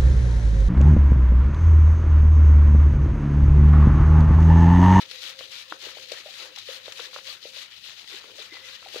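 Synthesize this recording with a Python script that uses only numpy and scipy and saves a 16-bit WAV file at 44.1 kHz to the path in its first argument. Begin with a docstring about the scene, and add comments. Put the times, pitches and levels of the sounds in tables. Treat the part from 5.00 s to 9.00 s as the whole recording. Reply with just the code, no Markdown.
"""A kitchen: a plastic bottle of liquid is shaken by hand, about 3.5 times a second.
The liquid is thrown to each end in turn and breaks into a swish of tiny ringing bubbles.
Air pockets glug and gurgle, drops slap and tick on the wall, the plastic knocks now and then.
The air inside rings faintly; the grip squeaks near the end. Low hum and room noise lie underneath."""
import sys
import numpy as np
from scipy import signal
from scipy.fft import rfft, irfft
from scipy.io import wavfile

SR = 44100
rng = np.random.default_rng(int(sys.argv[2]) if len(sys.argv) > 2 else 0)


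def persist_wave(psi):
    """Save psi, clipped to +-1, as 16-bit WAV."""
    counts = np.round(np.clip(psi, -1, 1) * 32767).astype(np.int16)
    wavfile.write(sys.argv[1], SR, np.atleast_2d(counts).T)


N = 176400
T = np.arange(N) / SR
FLUTTER_PER_S, PATCHES_PER_S = 73, 19.3  # fast and slow random wavering

# throws of the liquid: (start [s], length [s], swish [dB], slop, gurgle, spray [dB re swish])
THROWS = [(-0.049, 0.066, -33.5, 0, -1, 1.5), (0.102, 0.066, -36, -9.5, -4.5, -0.5),
          (0.218, 0.079, -33, -5, 0, 2.5), (0.383, 0.066, -37.5, 1, -4.5, 0),
          (0.519, 0.094, -35, -26, -2.5, 1.5), (0.695, 0.047, -40.5, 7, 2, 0.5),
          (0.818, 0.084, -33.5, 1, -1.0, 0.5), (0.961, 0.08, -37.5, 0.5, -8, 1.0),
          (1.095, 0.101, -34.5, -1.5, -1.5, -0.5), (1.258, 0.128, -39.0, -11, -2, 1.5),
          (1.389, 0.077, -35.5, 5.5, 2, 1.5), (1.554, 0.055, -36.5, -10, -7, -3.5),
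          (1.671, 0.098, -34.5, -1, -0.5, 2), (1.842, 0.057, -37.5, 1, -0.0, -0.5),
          (1.971, 0.082, -34, -1.5, -0.5, 2), (2.137, 0.054, -36.5, -3, -4, 0.5),
          (2.261, 0.074, -34.5, -5, -1, 3), (2.422, 0.074, -39, -1, -7, -0.5),
          (2.547, 0.085, -35, -4, 0.5, 2), (2.714, 0.07, -42, -14, -6.0, -2.5),
          (2.84, 0.084, -37, -5, -4.5, 0), (2.966, 0.058, -39.5, -3, -2, 0),
          (3.094, 0.088, -36, 1.5, 0.5, 1.5), (3.236, 0.11, -43.5, 10.5, -5.0, 0.5),
          (3.383, 0.076, -37, -4, 2, 1.5), (3.527, 0.069, -39.5, 2, 2.5, -1.5),
          (3.651, 0.098, -36.5, -21, 0.5, -0.5), (3.814, 0.114, -41.5, 6, -1.5, -1),
          (3.942, 0.045, -33.5, 8, -0.5, 2)]
# slop, gurgle, swish, spray of a throw: (centre [Hz], delay [s], rise [s], fall [s], rest level [dB])
VOICES = [(540, 0.0074, 0.0031, 0.059, -49), (1210, 0.013, 0.016, 0.054, -67),
          (3000, 0.00063, 0.02, 0.035, -50.5), (10100, 0.0048, 0.043, 0.022, -58.5)]
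# liquid hitting the wall: (time [s], level [dB])
SLAPS = [(.112, -28), (.390, -30.5), (.535, -35), (0.7221, -32.5), (1.118, -22.5), (1.56, -29),
         (1.585, -26.5), (1.6887, -36), (1.9217, -25), (2.142, -32.5), (2.274, -33), (3.076, -33.5),
         (3.383, -34), (3.885, -31)]
# stereo balance: (frequency [Hz], left over right [dB])
BALANCE = [(100, 4.5), (400, 7.5), (700, 2.5), (1290, -1.5), (2380, 6), (4400, 15.5), (8100, 9),
           (15000, 7.5)]


def splashing():
    """Bubbles ring a few cycles each in quarter-octave bands, as loud as the throw that makes them."""
    # splash colour through the plastic: (frequency [Hz], relative density [dB])
    spectrum = [(180, -40), (300, -14.5), (430, -12), (560, -11.5), (720, -14), (920, -12.5), (1300, -9.5),
                (1850, -5), (2600, -0.94), (3400, 2.5), (4100, 1), (5000, -6.5), (6700, -11), (8200, -22.5),
                (12000, -22), (15000, -28)]
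    edges_hz = np.geomspace(170, 16500, 27)
    centres_hz = np.sqrt(edges_hz[1:] * edges_hz[:-1])
    gains = from_db(at_hz(spectrum, centres_hz)) * np.sqrt(np.diff(edges_hz))
    gains = from_db(-4) * gains / np.linalg.norm(gains)
    log_voice_hz = np.log([voice[0] for voice in VOICES])
    log_power, bursts = np.log(throw_power()), slap_power()
    flutter_db = -1.24 * drift(FLUTTER_PER_S)
    out = np.zeros((2, N))
    for low, high, hz, gain in zip(edges_hz, edges_hz[1:], centres_hz, gains):
        weights = np.array([np.interp(np.log(hz), log_voice_hz, row) for row in np.eye(len(VOICES))])
        power = np.exp(weights @ log_power) + bursts / (1 + (1410 / hz) ** 2)  # slaps lack lows
        rings = butter_filter(bubble_births(hz), [low, high], "band")
        roughness = from_db(flutter_db + 1.2 * drift(PATCHES_PER_S))
        out += gain * np.sqrt(power) * rms_one(stereo(*rings, hz) * roughness)
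    return bottle_resonances(out)


def throw_power():
    """Power over time, a row per voice: each throw rises, arches by 1 dB and falls."""
    rows = []
    for k, (_, delay_s, rise_s, fall_s, rest_db) in enumerate(VOICES):
        power = np.full(N, from_db(rest_db) ** 2)
        for start_s, length_s, swish_db, slop_db, gurgle_db, spray_db in THROWS:
            db = swish_db + (slop_db, gurgle_db, 0, spray_db)[k]
            t = T - start_s - delay_s
            fade = np.maximum(-t, 0) / rise_s + np.maximum(t - length_s, 0) / fall_s
            near = fade < 10
            droop_db = (2 * np.clip(t[near] / length_s, 0, 1) - 1) ** 2
            power[near] += (from_db(db - droop_db) * np.exp(-fade[near])) ** 2
        rows.append(power)
    return np.array(rows)


def slap_power():
    """Power of the short bursts of spray where liquid hits the wall."""
    out = np.zeros(N)
    for start_s, db in SLAPS:
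        add(out, start_s, (from_db(db) * swell(T[:SR // 10], onset_s=0.0004, decay_s=0.0051)) ** 2)
    return out


def bubble_births(hz):
    """Bubbles start as random clicks of uneven size on fine fizz; two uncorrelated rows."""
    # bubbles per band: (frequency [Hz], births [1/s])
    birth_rate = [(400, 46), (1300, 260), (4000, 480)]
    # single bubbles against fizz: (frequency [Hz], power share [0-1])
    bubble_share = [(500, 0.67), (4000, 0.41), (10000, 0.02)]
    count = 6000
    at, size, chance = rng.integers(0, N, count), rng.exponential(1, count), rng.random(count)
    born = chance < at_hz(birth_rate, hz) * N / SR / count
    gain = from_db(2 * np.minimum(size, 5)) * born
    angle = 2 * np.pi * rng.random(count)
    clicks = np.zeros((2, N))
    clicks[:, at] = gain * np.array([np.cos(angle), np.sin(angle)])
    share = at_hz(bubble_share, hz)
    return np.sqrt(share) * rms_one(clicks) + np.sqrt(1 - share) * rng.standard_normal((2, N))


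def bottle_resonances(x):
    """Narrow resonances of the bottle colour the sound inside."""
    # resonances: (frequency [Hz], width [Hz], lift [dB])
    peaks = [(1295, 34, 5.5), (1800, 21, 2), (2660, 170, 0.5), (3540, 31, 2), (3984, 61, 2.5),
             (4260, 48, 6)]
    for hz, width_hz, db in peaks:
        x = x + (from_db(db) - 1) * signal.lfilter(*signal.iirpeak(hz, hz / width_hz, fs=SR), x)
    return x


def glugs():
    """Each big air pocket rings briefly, rising in pitch, and sheds two weaker bubbles."""
    # air pockets: (time [s], pitch [Hz], level [dB], t60 [s], left over right [dB])
    pockets = [(0.4074, 530, -37, 0.013, 5), (0.719, 302, -35, 0.028, 20), (0.868, 470, -34, 0.0091, 10),
               (0.9697, 620, -34.5, 0.0071, 3), (1.118, 544, -26.5, 0.012, 7),
               (1.258, 590, -34.5, 0.026, 2), (1.283, 707, -43, 0.042, 4), (1.573, 771, -44, 0.033, 14),
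               (1.6871, 511, -31, 0.03, 14), (1.708, 501, -41.5, 0.058, 7), (1.8796, 553, -31.5, 0.009, -3),
               (1.996, 485, -36, 0.044, 12), (2.161, 576, -37.5, 0.022, 0), (2.4528, 518, -33, 0.011, 3.5),
               (2.566, 565, -42.5, 0.016, 23), (2.283, 580, -44, 0.02, 9), (3.121, 457, -50, 0.014, 4),
               (3.138, 383, -43, 0.04, 4), (3.385, 580, -40.5, 0.024, 12), (3.394, 424, -44, 0.067, -6),
               (3.52, 317, -43.5, 0.042, 4), (3.8605, 750, -35, 0.017, 5.5),
               (3.944, 553, -30.5, 0.0036, 24), (3.9589, 468, -25.5, 0.012, 5)]
    climb_per_s, trail_gap_s, trail_db = 3.1, 0.009, -13
    out, t = np.zeros((2, N)), T[:SR // 10]
    for start_s, hz, db, t60_s, balance_db in pockets:
        envelope = pan(balance_db) * from_db(db) * swell(t, onset_s=0.003, decay_s=t60_s / np.log(1000))
        phase = 2 * np.pi * hz * (t + climb_per_s * t ** 2 / 2)
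        add(out, start_s, envelope * np.sin(phase))
        for k in (1, 2):
            delay_s = trail_gap_s * (k + rng.random() / 2)
            detune = np.exp(0.195 * rng.normal())
            add(out, start_s + delay_s, from_db(trail_db) / k * envelope * np.sin(phase * detune))
    return butter_filter(out, 270, "high")  # a small bottle radiates little bass


def knocks():
    """The plastic wall pops; the liquid damps its modes at once."""
    # wall pops: (time [s], level [dB], left over right [dB])
    pops = [(0.4092, -36, -17), (0.7236, -18, 2.5), (0.8907, -37, -4), (0.9844, -38, 6),
            (1.573, -38.5, -20), (1.8799, -40, 12), (1.9956, -30, 10), (2.132, -37, -17), (2.162, -25, -9),
            (2.1868, -34, 1), (2.907, -44.5, -17), (3.241, -38.5, -23), (3.297, -44, -9),
            (3.554, -39.5, -12), (3.569, -36, -9), (3.827, -38, -8), (3.9653, -32, 19)]
    # wall modes: (frequency [Hz], level [dB], t60 [s])
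    modes = [(707, -20.5, 0.037), (1145, -1.5, 0.0045), (1400, -11, 0.016), (1650, -20.5, 0.0083)]
    contact_s = 0.0006
    out, t = np.zeros((2, N)), T[:SR // 10]
    for start_s, db, balance_db in pops:
        ring = np.zeros(len(t))
        for hz, mode_db, t60_s in modes:
            envelope = from_db(mode_db + rng.normal()) * swell(t, contact_s, t60_s / np.log(1000))
            ring += envelope * np.sin(2 * np.pi * hz * (t - contact_s))
        add(out, start_s, pan(balance_db) * from_db(db) * ring)
    return butter_filter(out, 380, "high")


def drop_ticks():
    """Stray drops tick on the wall during each throw; each slap starts with a tick too."""
    # tick modes: (frequency [Hz], level [dB], t60 [s])
    modes = [(2530, -1, 0.0063), (3930, -0.5, 0.0083), (5570, -37, 0.0034)]
    count, drops_per_s, drop_db, spread_db = 1000, 35, -8.5, 4.5
    at, size, chance = rng.integers(0, N, count), rng.exponential(1, count), rng.random(count)
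    lands = chance < drops_per_s * N / SR / count
    swish = np.sqrt(throw_power()[2])
    clicks = np.zeros(N)
    clicks[at] = swish[at] * from_db(drop_db + spread_db * np.minimum(size, 4)) * lands
    for start_s, db in SLAPS:
        clicks[int((start_s + 0.0004) * SR)] += from_db(db - 10.5)
    t = T[:SR // 50]
    ring = sum(pan(at_hz(BALANCE, hz)) * from_db(db - 60 * t / t60_s) * np.sin(2 * np.pi * hz * t)
               for hz, db, t60_s in modes)
    return signal.fftconvolve(clicks[None], ring, axes=1)[:, :N]


def trapped_air():
    """Each throw traps air that gurgles upward in pitch as it is squeezed."""
    centre_hz, width_hz, climb_per_s, scatter = 1460.0, 59, 3, 0.1
    hz = np.full(N, centre_hz)
    for start_s, length_s, *_ in THROWS:
        after = T >= start_s
        from_middle_s = T[after] - start_s - length_s / 2
        hz[after] = centre_hz * np.exp(scatter * rng.normal() + climb_per_s * from_middle_s)
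    ring = stereo(gliding_noise(hz, width_hz), gliding_noise(hz, width_hz), centre_hz)
    gurgle = np.sqrt(throw_power()[1])
    return from_db(-23) * gurgle * rms_one(ring)


def cavity_ring():
    """Churning keeps the air in the bottle ringing; the pitch wanders as the liquid moves."""
    # ringing air: (time [s], level [dB])
    envelope = [(0, -60.5), (.52, -60.5), (.63, -72), (.7, -59.5), (1.2, -60), (1.33, -61), (1.45, -56.5),
                (1.61, -70), (1.73, -61.5), (2.3, -60.5), (2.4, -80), (2.46, -63), (2.55, -63), (2.78, -86),
                (3.06, -95), (3.15, -71), (3.36, -63.5), (3.47, -77), (3.66, -58.5), (3.79, -71.5),
                (3.88, -66), (4, -57)]
    centre_hz, wander_hz, width_hz = 527, 5.02, 30
    level = from_db(np.interp(T, *np.transpose(envelope)))
    hz = centre_hz + wander_hz * drift(per_s=5.92)
    return level * rms_one(stereo(gliding_noise(hz, width_hz), gliding_noise(hz, width_hz), centre_hz))


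def grip_squeak():
    """The hand on the plastic gives a thin, wavering tone."""
    # squeak: (time [s], level [dB])
    envelope = [(3.49, -71), (3.523, -51), (3.543, -61), (3.57, -46), (3.592, -65), (3.65, -54),
                (3.69, -76)]
    centre_hz, waver_hz, rough_db = 2030, 16.4, 5
    db = np.interp(T, *np.transpose(envelope), left=-np.inf, right=-np.inf)
    level = from_db(db + rough_db * drift(FLUTTER_PER_S))
    hz = centre_hz + waver_hz * drift(PATCHES_PER_S)
    tone = rms_one(np.sin(2 * np.pi * np.cumsum(hz) / SR))
    return level * tone * pan(at_hz(BALANCE, centre_hz))


def kitchen_reverb(x):
    """A short, dull tail, different on each side."""
    t, t60_s = T[:SR // 2], 0.17
    tail = rng.standard_normal((2, len(t))) * from_db(-60 * t / t60_s)
    tail = butter_filter(tail / np.linalg.norm(tail[0]), 7000, "low", order=1)
    return from_db(-11.5) * signal.fftconvolve(x, tail, axes=1)[:, :N]


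def background():
    """Low hum, with room rumble and a faint bright hiss."""
    # kitchen hum: (frequency [Hz], width [Hz], level [dB])
    hum_bands = [(57, 5.5, -84), (101.4, 4.8, -75), (194, 40, -76.5)]
    # room noise: (frequency [Hz], relative density [dB])
    spectrum = [(25, -31), (50, 4), (130, 7), (300, -4.5), (1000, -28), (15000, -4.5)]
    bins_hz = np.maximum(np.fft.rfftfreq(N, 1 / SR), 1)
    noise = irfft(rfft(rng.standard_normal((2, N))) * from_db(at_hz(spectrum, bins_hz)), N)
    hum = sum(from_db(db) * narrow_noise(hz, width_hz) for hz, width_hz, db in hum_bands)
    lowest_hz = hum_bands[0][0]
    return from_db(-67) * rms_one(stereo(*noise, lowest_hz)) + hum * pan(at_hz(BALANCE, lowest_hz))


def from_db(db):
    """Decibels to gain."""
    return 10 ** (np.asarray(db) / 20)


def rms_one(x):
    """Scale to unit rms."""
    return x / np.sqrt(np.mean(x ** 2) + 1e-20)


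def at_hz(points, hz):
    """Read a table on a log-frequency axis."""
    points_hz, values = np.transpose(points)
    return np.interp(np.log(hz), np.log(points_hz), values)


def pan(balance_db):
    """Left and right gains at constant power."""
    return rms_one(from_db([[balance_db / 2], [-balance_db / 2]]))


def stereo(mid, side, hz):
    """Two unrelated signals to left and right, with the correlation and balance at hz."""
    # likeness of the sides: (frequency [Hz], correlation [0-1])
    correlation = [(100, 0.33), (600, 0.62), (1400, 0.3), (2800, 0), (15000, 0)]
    alike = at_hz(correlation, hz)
    sides = np.sqrt(1 + alike) * mid + np.sqrt(1 - alike) * side * np.array([[1], [-1]])
    return sides * pan(at_hz(BALANCE, hz))


def drift(per_s):
    """Smooth random wander, unit rms."""
    hop, settle = 40, 2000
    pole = np.exp(-2 * np.pi * hop * per_s / SR)
    noise = rng.standard_normal(N // hop + settle + 2)
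    slow = signal.lfilter([1], [1, -2 * pole, pole * pole], noise)[settle:]
    return np.interp(np.arange(N) / hop, np.arange(len(slow)), rms_one(slow))


def narrow_noise(hz, width_hz):
    """Noise in one resonance."""
    radius = np.exp(-np.pi * width_hz / SR)
    feedback = [1, -2 * radius * np.cos(2 * np.pi * hz / SR), radius * radius]
    return rms_one(signal.lfilter([1, 0, -1], feedback, rng.standard_normal(N + SR))[SR:])


def gliding_noise(hz, width_hz):
    """Noise in a resonance whose pitch moves."""
    wobble = butter_filter(rng.standard_normal((2, N)), width_hz / 2, "low")
    phase = 2 * np.pi * np.cumsum(hz) / SR
    return rms_one(wobble[0] * np.cos(phase) + wobble[1] * np.sin(phase))


def butter_filter(x, hz, kind, order=2):
    """Low-, high- or band-pass."""
    return signal.sosfilt(signal.butter(order, hz, kind, fs=SR, output="sos"), x)


def swell(t, onset_s, decay_s):
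    """Quick rise, exponential decay, unit peak."""
    shape = (1 - np.exp(-(t / onset_s) ** 2)) * np.exp(-t / decay_s)
    return shape / shape.max()


def add(out, start_s, sound):
    """Mix a sound in at start_s."""
    i = int(start_s * SR)
    out[..., i:i + sound.shape[-1]] += sound[..., :N - i]


def scene():
    """The bottle close by, a little to the left, in the kitchen."""
    bottle = glugs() + knocks() + splashing() + trapped_air()
    bottle = bottle + cavity_ring() + grip_squeak() + drop_ticks()
    return bottle + kitchen_reverb(bottle) + background()


def record(dry):
    """Steep low-pass at 15.6 kHz."""
    return signal.sosfilt(signal.ellip(10, .2, 70, 15600, fs=SR, output="sos"), dry)


dry = scene()
out = record(dry)
persist_wave(out)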